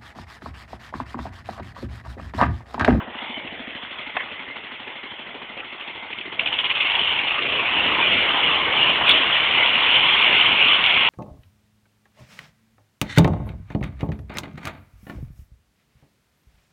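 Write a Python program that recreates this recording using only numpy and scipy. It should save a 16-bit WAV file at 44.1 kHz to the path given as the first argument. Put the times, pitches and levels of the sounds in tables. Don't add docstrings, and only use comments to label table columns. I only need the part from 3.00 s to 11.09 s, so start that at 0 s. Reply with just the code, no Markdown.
import sys
import numpy as np
from scipy import signal
from scipy.fft import rfft, irfft, next_fast_len
from scipy.io import wavfile
from scipy.ndimage import uniform_filter1d, map_coordinates

SR = 44100
rng = np.random.default_rng(int(sys.argv[2]) if len(sys.argv) > 2 else 0)


def log_audio(samples):
    frames = np.atleast_2d(samples).T
    limited = np.clip(frames, -1, 1)
    pcm = np.round(limited * 32767).astype(np.int16)
    wavfile.write(sys.argv[1], SR, pcm)


def ratio(d):
    e = np.asarray(d, float) / 20
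    return 10 ** e


N = 356769

# (time [s], firing rate [1/s])
FIRING_RATE = [(0, 13.37), (.35, 13.39), (.7, 13.04), (1.05, 12.18), (1.4, 12.29), (1.75, 12.68),
               (2.1, 12.7), (2.45, 13.24), (2.8, 13.17), (3.1, 13.06), (3.35, 14.22), (3.55, 16.37),
               (3.8, 19.87), (4.3, 27.3), (4.55, 29.47), (4.9, 32), (5.7, 35), (8.1, 37)]
# (time [s], share [0-1])
BLAST_SHARE = [(0, 0.2), (1, 0.4), (3.3, .4), (3.39, 0.71), (3.75, .75), (4, 0.2), (4.5, .75), (4.7, 0.2),
               (5.1, 0), (8.1, 0)]
# (time [s], level at the stack [dB], low bellow at the microphone [dB])
ENGINE_EFFORT = [(0, -45.5, -41), (.25, -36, -41.5), (.6, -37, -43.5), (1, -34.5, -46), (2.45, -38, -45.5),
                 (2.8, -36, -47.5), (3.37, -35, -44.5), (3.4, -27, -41.5), (3.7, -23.5, -42),
                 (3.85, -20, -39.5), (4.35, -24, -36.5), (4.85, -19.5, -31), (5.2, -20, -33),
                 (5.68, -18, -32), (5.88, -16.5, -31), (6.5, -18, -34), (7.2, -14.5, -34.5),
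                 (8.09, -15.5, -35.5)]
# (time [s], half length [s], stack [dB], hood [dB])
ROAR_SURGES = [(-0.006, 0.046, 6, 11.5), (.08, 0.013, -5, 6.5), (0.214, 0.055, 4, 4.5),
               (1.252, 0.064, 0, 4), (2.626, 0.023, -4, 5), (2.89, 0.073, 1, 3), (3.809, 0.01, 3.5, -4.5),
               (4.433, 0.025, 3.5, -5), (5.152, 0.11, 1.5, -2), (5.358, .06, -0.5, 3.5), (6.03, .03, -5, 0),
               (6.094, 0.022, 4.5, 4.5), (6.55, 0.022, 0, -1.5), (5.662, 0.056, -4, -2),
               (5.93, 0.054, -0.5, -3.5), (7.107, 0.069, -.3, 2)]


def unit(x):
    return x / np.sqrt(np.mean(x ** 2) + 1e-20)


def along(points, hz):
    f, v = np.transpose(points)
    return np.interp(np.log(hz + 1), np.log(f + 1), v)


def curves(rows):
    s, *columns = np.transpose(rows)
    return [np.interp(np.arange(N) / SR, s, column) for column in columns]


def bump(s, half):
    return np.exp(-((np.arange(N) / SR - s) / half) ** 2)


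def wobble(rate):
    at = np.arange(0, N + 16, 16)
    knots = rng.standard_normal(int(N * rate / SR) + 4)
    return np.interp(np.arange(N), at, map_coordinates(knots, [at * rate / SR]))


def throttle(idle, loaded):
    opens_s, opening_s = 3.38, 0.045
    load = (1 + np.tanh((np.arange(N) / SR - opens_s) / opening_s)) / 2
    return idle + (loaded - idle) * load


def filtered(x, response):
    m = next_fast_len(N + SR // 2)
    return irfft(rfft(x, m) * response(np.fft.rfftfreq(m, 1 / SR)), m)[..., :N]


def resonance(idle_hz, load_hz, idle_db, load_db, wander_hz, width_hz, sag_hz=0):
    centre_hz = throttle(idle_hz, load_hz) - sag_hz + wander_hz * wobble(11)
    return centre_hz, width_hz, throttle(idle_db, load_db) + 1.4 * wobble(9)


def patchy(depth_db, peaks=()):
    hz, t, z = signal.stft(rng.standard_normal(N), SR, nperseg=512)
    field = uniform_filter1d(rng.standard_normal(z.shape), size=3, axis=0)
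    field = uniform_filter1d(field, size=9, axis=1)
    at = np.minimum(t * SR, N - 1).astype(int)
    lift_db = 0
    for centre, width, db in peaks:
        lift_db = lift_db + db[at] / (1 + ((hz[:, None] - centre[at]) / width) ** 2)
    return signal.istft(z * ratio(depth_db * unit(field) + lift_db), nperseg=512)[1][:N]


def firings(scatter_s, size_db, second_turn, second_db):
    first_turn = 1.08
    turns = first_turn + np.cumsum(curves(FIRING_RATE)[0]) / SR
    chance = rng.standard_normal((int(turns[-1]) + 2, 4))
    trains = np.zeros((2, N))
    for k, (late, db) in enumerate([(0, 0), (second_turn, second_db)]):
        at = np.flatnonzero(np.diff(np.floor(turns - late)))
        timing, strength = chance[:len(at), 2 * k:2 * k + 2].T
        at = at + (scatter_s * SR * timing).astype(int)
        trains[k, np.clip(at, 0, N - 1)] = ratio(db + size_db * strength)
    return trains


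def gas(train, share, spectrum, lead_s, rise_s, fall_s, crackle_db, crackle_rate, noise):
    t = np.arange(SR // 8) / SR
    blast = (1 - np.exp(-t / rise_s)) * np.exp(-t / fall_s)
    beat = np.abs(signal.fftconvolve(train, blast ** 2)[:N])
    beat = np.roll(beat, -round(lead_s * SR))
    beat /= uniform_filter1d(beat, size=SR // 4) + 1e-9
    share = np.clip(share, 0, 1)
    flow = np.sqrt(1 - share + share * beat) * ratio(crackle_db * wobble(crackle_rate))
    sound = filtered(flow * noise, lambda hz: ratio(along(spectrum, hz)))
    return sound / np.sqrt(np.abs(uniform_filter1d(sound ** 2, size=SR // 3)) + 1e-12)


def stack_roar(train):
    # (frequency [Hz], density [dB per Hz])
    rasp_spectrum = [(880, -31), (1500, -11.5), (1720, -24), (2110, -3), (2940, -3), (3470, -4.5),
                     (4220, -39.5), (4590, -34.5), (5970, -79), (10100, -120)]
    hiss_spectrum = [(3300, -120), (3600, -11.5), (3900, 2.5), (4300, -6), (4700, -11), (5000, -120)]
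    # (idle [Hz], loaded [Hz], idle lift [dB], loaded lift [dB], wander [Hz], width [Hz])
    low_whistle = (2005, 2300, 10, 2.5, 78, 79)
    high_whistle = (3200, 2935, 2.1, 7.3, 78, 230)
    # (time [s], half length [s], sag [Hz])
    sags = [
        (.55, 0.12, 550),
        (2.946, 0.32, 503),
        (4.55, 0.55, 187.7),
        (7.3, 0.18, 119),
    ]
    sag_hz = sum(hz * bump(s, half) for s, half, hz in sags)
    whistles = [resonance(*low_whistle), resonance(*high_whistle, sag_hz)]
    rasp = gas(train, curves(BLAST_SHARE)[0], rasp_spectrum, lead_s=0.00088, rise_s=0.0079, fall_s=0.015,
               crackle_db=throttle(1.0, 1.2), crackle_rate=380, noise=patchy(1.98, whistles))
    hiss = gas(train, throttle(0.93, 0.9), hiss_spectrum, lead_s=-0.002, rise_s=0.0056, fall_s=0.016,
               crackle_db=1.0, crackle_rate=210, noise=patchy(1.5))
    hiss_db = throttle(-24.5, -27.5)
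    roar_db = curves(ENGINE_EFFORT)[0] + 0.27 * wobble(6.5)
    roar_db += sum(db * bump(s, half) for s, half, db, _ in ROAR_SURGES)
    return ratio(roar_db - 1.01) * (rasp + ratio(hiss_db) * hiss)


def hood_drone(train):
    # (frequency [Hz], density [dB per Hz])
    drone_spectrum = [(310, -29), (520, -13.5), (818, -2.5), (1030, -2), (1680, -3.5), (1950, 0.5),
                      (2540, -33.5), (4290, -120)]
    # (idle [Hz], loaded [Hz], idle lift [dB], loaded lift [dB], wander [Hz], width [Hz])
    hood = (916, 1088, 3.8, 5.3, 100, 100)
    # (time [s], centre [Hz], lift [dB])
    ground = [(.24, 1820, -2), (.3, 1620, -9.5), (.55, 1150, -13), (.75, 796, -7), (.9, 743, 1.4)]
    notch_hz, notch_db = curves(ground)
    ground_width_hz = 290
    noise = patchy(1.9, [resonance(*hood), (notch_hz, ground_width_hz, notch_db)])
    drone = gas(train, 0.92 * curves(BLAST_SHARE)[0], drone_spectrum, lead_s=0.0017, rise_s=0.0028,
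                fall_s=0.015, crackle_db=1.5, crackle_rate=220, noise=noise)
    stack_db, bellow_db = curves(ENGINE_EFFORT)
    from_stack = 0.48
    drone_db = from_stack * stack_db + (1 - from_stack) * bellow_db + 0.5
    drone_db += sum(db * bump(s, half) for s, half, _, db in ROAR_SURGES) + 0.43 * wobble(7)
    return ratio(drone_db - 0.86) * drone


def low_thump(train):
    # (frequency [Hz], density [dB per Hz])
    thump_spectrum = [(12, -45.5), (20, -22), (86, -5.5), (170, -6), (282, -2), (528, -2), (700, -1.5),
                      (910, -28.5), (1540, -120)]
    thump = gas(train, throttle(0.55, 0.25), thump_spectrum, lead_s=0.0008, rise_s=0.0071, fall_s=0.016,
                crackle_db=0.5, crackle_rate=97, noise=patchy(1.8))
    thump_db = curves(ENGINE_EFFORT)[1] + 1.4 * wobble(7)
    return ratio(thump_db - 0.5) * thump


def idle_chuff(fire, stroke):
    # (centre [Hz], width [Hz])
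    pipes = [
        (245, 94),
        (345, 130),
    ]
    # (time [s], turned away [dB], facing [dB])
    levels = [(0, -42, -57), (.72, -41.5, -54), (.8, -48, -58), (1.3, -51, -58), (2.2, -49, -53),
              (2.6, -51, -53), (3, -52, -47), (3.3, -55, -43), (3.45, -76, -66.5), (8.1, -66, -67)]

    def ring(pulses, delay_s, centre, width):
        late = np.roll(pulses, round(delay_s * SR))
        band = lambda f: 1j * f * width / (centre ** 2 - f ** 2 + 1j * f * width)
        return unit(filtered(late, lambda f: band(f) ** 2))

    away = ring(np.sqrt(fire), 0.007, *pipes[0])
    facing = ring(fire + 3.2 * stroke, 0.003, *pipes[1])
    away_db, facing_db = curves(levels)
    return ratio(away_db) * away + ratio(facing_db) * facing


def engine():
    fire, stroke = firings(scatter_s=0.0012, size_db=1.4, second_turn=0.31, second_db=-9.0)
    train = fire + stroke
    return stack_roar(train) + hood_drone(train) + low_thump(train) + idle_chuff(fire, stroke)


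def cracks():
    # (time [s], peak [dB], centre [Hz])
    singles = [(0.152, -27.5, 3040), (0.188, -19.5, 3300), (0.4752, -18, 2650), (0.7065, -21.5, 2460),
               (1.5668, -27, 2070), (1.8786, -25, 2070), (2.5757, -26, 2260), (2.6023, -21, 2560),
               (2.8093, -22, 2770), (3.1288, -19.5, 2590), (3.1866, -19, 2810), (3.2115, -19, 2700),
               (3.416, -18, 2630), (3.505, -17.5, 3140), (3.807, -18.5, 2750), (3.898, -9.5, 2540),
               (3.9533, -5, 2800), (4.054, -13.5, 2740), (4.0738, -7.5, 2880), (4.124, -12, 2620),
               (4.1899, -5.5, 2870), (4.2826, -8.5, 2680), (4.3075, -9, 2700), (4.3864, -19.5, 2740),
               (4.4244, -14, 2660), (6.1024, -10, 3520), (6.9543, -5, 2970)]
    # (time [s], crack [dB], afterclap [dB], centre [Hz])
    barks = [(3.3936, -6, -16, 2630), (3.4593, -8.5, -6.5, 3070), (3.528, -11.5, -11, 3030),
             (3.5868, -6.5, -13, 3020), (3.6434, -11.5, -10.5, 3260), (3.7009, -7.5, -5, 2670)]
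    afterclap_turns = 0.21
    events = list(singles)
    for s, db, clap_db, hz in barks:
        turn_s = 1 / np.interp(s, *np.transpose(FIRING_RATE))
        events += [(s, db, hz), (s + afterclap_turns * turn_s, clap_db, hz)]
    out, t = np.zeros(N + SR), np.arange(SR // 40) / SR
    for s, db, hz in events:
        b, a = signal.butter(2, [hz * 0.82, hz * 1.15], "band", fs=SR)
        burst = signal.lfilter(b, a, rng.standard_normal(len(t)) * ratio(-60 * t / 0.028))
        out[round(s * SR):][:len(t)] += ratio(db - 1) * burst / np.abs(burst).max()
    return out[:N]


def howls():
    # (centre time [s], half length [s], rms
    # [dB], pitch [Hz], width [Hz])
    swells = [(0.355, 0.026, -34, 3050, 120), (0.366, 0.062, -36, 2230, 200),
              (1.172, 0.0066, -25.5, 900, 450), (1.205, 0.015, -28, 2000, 300),
              (1.567, 0.0081, -35.5, 1000, 300), (2.601, 0.015, -33.5, 2720, 250),
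              (4.202, 0.021, -25, 2730, 200), (4.388, 0.0063, -18.5, 2690, 249),
              (5.053, 0.042, -21, 2417, 110), (5.175, 0.088, -23, 2280, 400), (5.666, 0.1, -29, 2240, 400),
              (6.078, 0.014, -18.5, 2445, 350), (6.104, 0.037, -18, 3460, 334),
              (6.624, 0.029, -20, 2110, 220)]
    t, out = np.arange(-SR // 4, SR // 4) / SR, np.zeros(N + SR)
    for s, half, db, hz, width_hz in swells:
        swell = np.exp(-(t / half) ** 2)
        b, a = signal.butter(2, [hz - width_hz / 2, hz + width_hz / 2], "band", fs=SR)
        band = signal.lfilter(b, a, rng.standard_normal(len(t)))
        band /= np.sqrt(np.average(band ** 2, weights=swell ** 2))
        out[round((s + t[0]) * SR):][:len(t)] += ratio(db) * swell * band
    return out[:N]


def hitch():
    # (time [s], crack peak [dB], ring below it [dB])
    contacts = [
        (1.155, -25, -7),
        (1.1675, -8, -13),
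        (1.1703, -8, -13),
        (1.197, -28, -4),
        (1.2045, -19, -9),
        (1.2085, -20, -9),
        (1.22, -29, -3),
    ]
    # (frequency [Hz], level [dB], decay by 60 dB [s])
    steel = [(620, -3, .04), (1077, -4, .07), (1720, -3, .035), (2030, -1, .06), (2600, -4, .035),
             (3120, -3, .035)]
    out, t = np.zeros(N + SR), np.arange(SR // 5) / SR
    b, a = signal.butter(2, [650, 3500], "band", fs=SR)
    for s, db, ring_db in contacts:
        ring = np.zeros(len(t))
        for hz, level, t60 in steel:
            ring += ratio(level + rng.normal(0, 2.7) - 60 * t / t60) * np.sin(2 * np.pi * hz * t)
        crack = signal.lfilter(b, a, ratio(-60 * t / 0.012) * rng.standard_normal(len(t)))
        blow = ratio(ring_db) * ring + crack / np.abs(crack).max()
        out[round(s * SR):][:len(t)] += ratio(db) * blow
    return out[:N]


def scene():
    # (frequency [Hz], level [dB])
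    dulling = [(300, -12.5), (600, -2.5), (3400, -0.5), (3800, -11.5), (4200, -25.5), (4700, -18)]
    sharp = filtered(cracks() + hitch(), lambda hz: ratio(along(dulling, hz)))
    return (engine() + sharp + howls())[None]


def band_limit(x):
    return signal.sosfilt(signal.butter(12, 15900, fs=SR, output="sos"), x)


def record(dry):
    # (frequency [Hz], level [dB])
    phone_band = [(20, -1.5), (3900, 0), (4300, -4), (4600, -20), (4750, -53.5), (4900, -120)]
    # (time [s], peak [dB], pitch [Hz])
    overloads = [
        (6.0942, -1, 3200),
        (6.0966, -2.1, 3200),
        (6.1113, -2.35, 3300),
        (6.1155, -2.1, 3300),
        (6.9602, -2.77, 2900),
        (7.6861, -2.74, 3000),
        (7.8409, -2.55, 3000),
        (7.863, -2.25, 3000),
    ]
    soft = dry / (1 + np.abs(dry / 0.62) ** 6) ** (1 / 6)
    band = filtered(soft, lambda hz: ratio(along(phone_band, hz)))
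    t = np.arange(N) / SR
    for s, db, hz in overloads:
        swell = bump(s, 0.00055)
        band = band * (1 - swell) + ratio(db) * swell * np.cos(2 * np.pi * hz * (t - s))
    return band_limit(np.clip(band, -0.72, 0.72))


dry = scene()
out = record(dry)
log_audio(out)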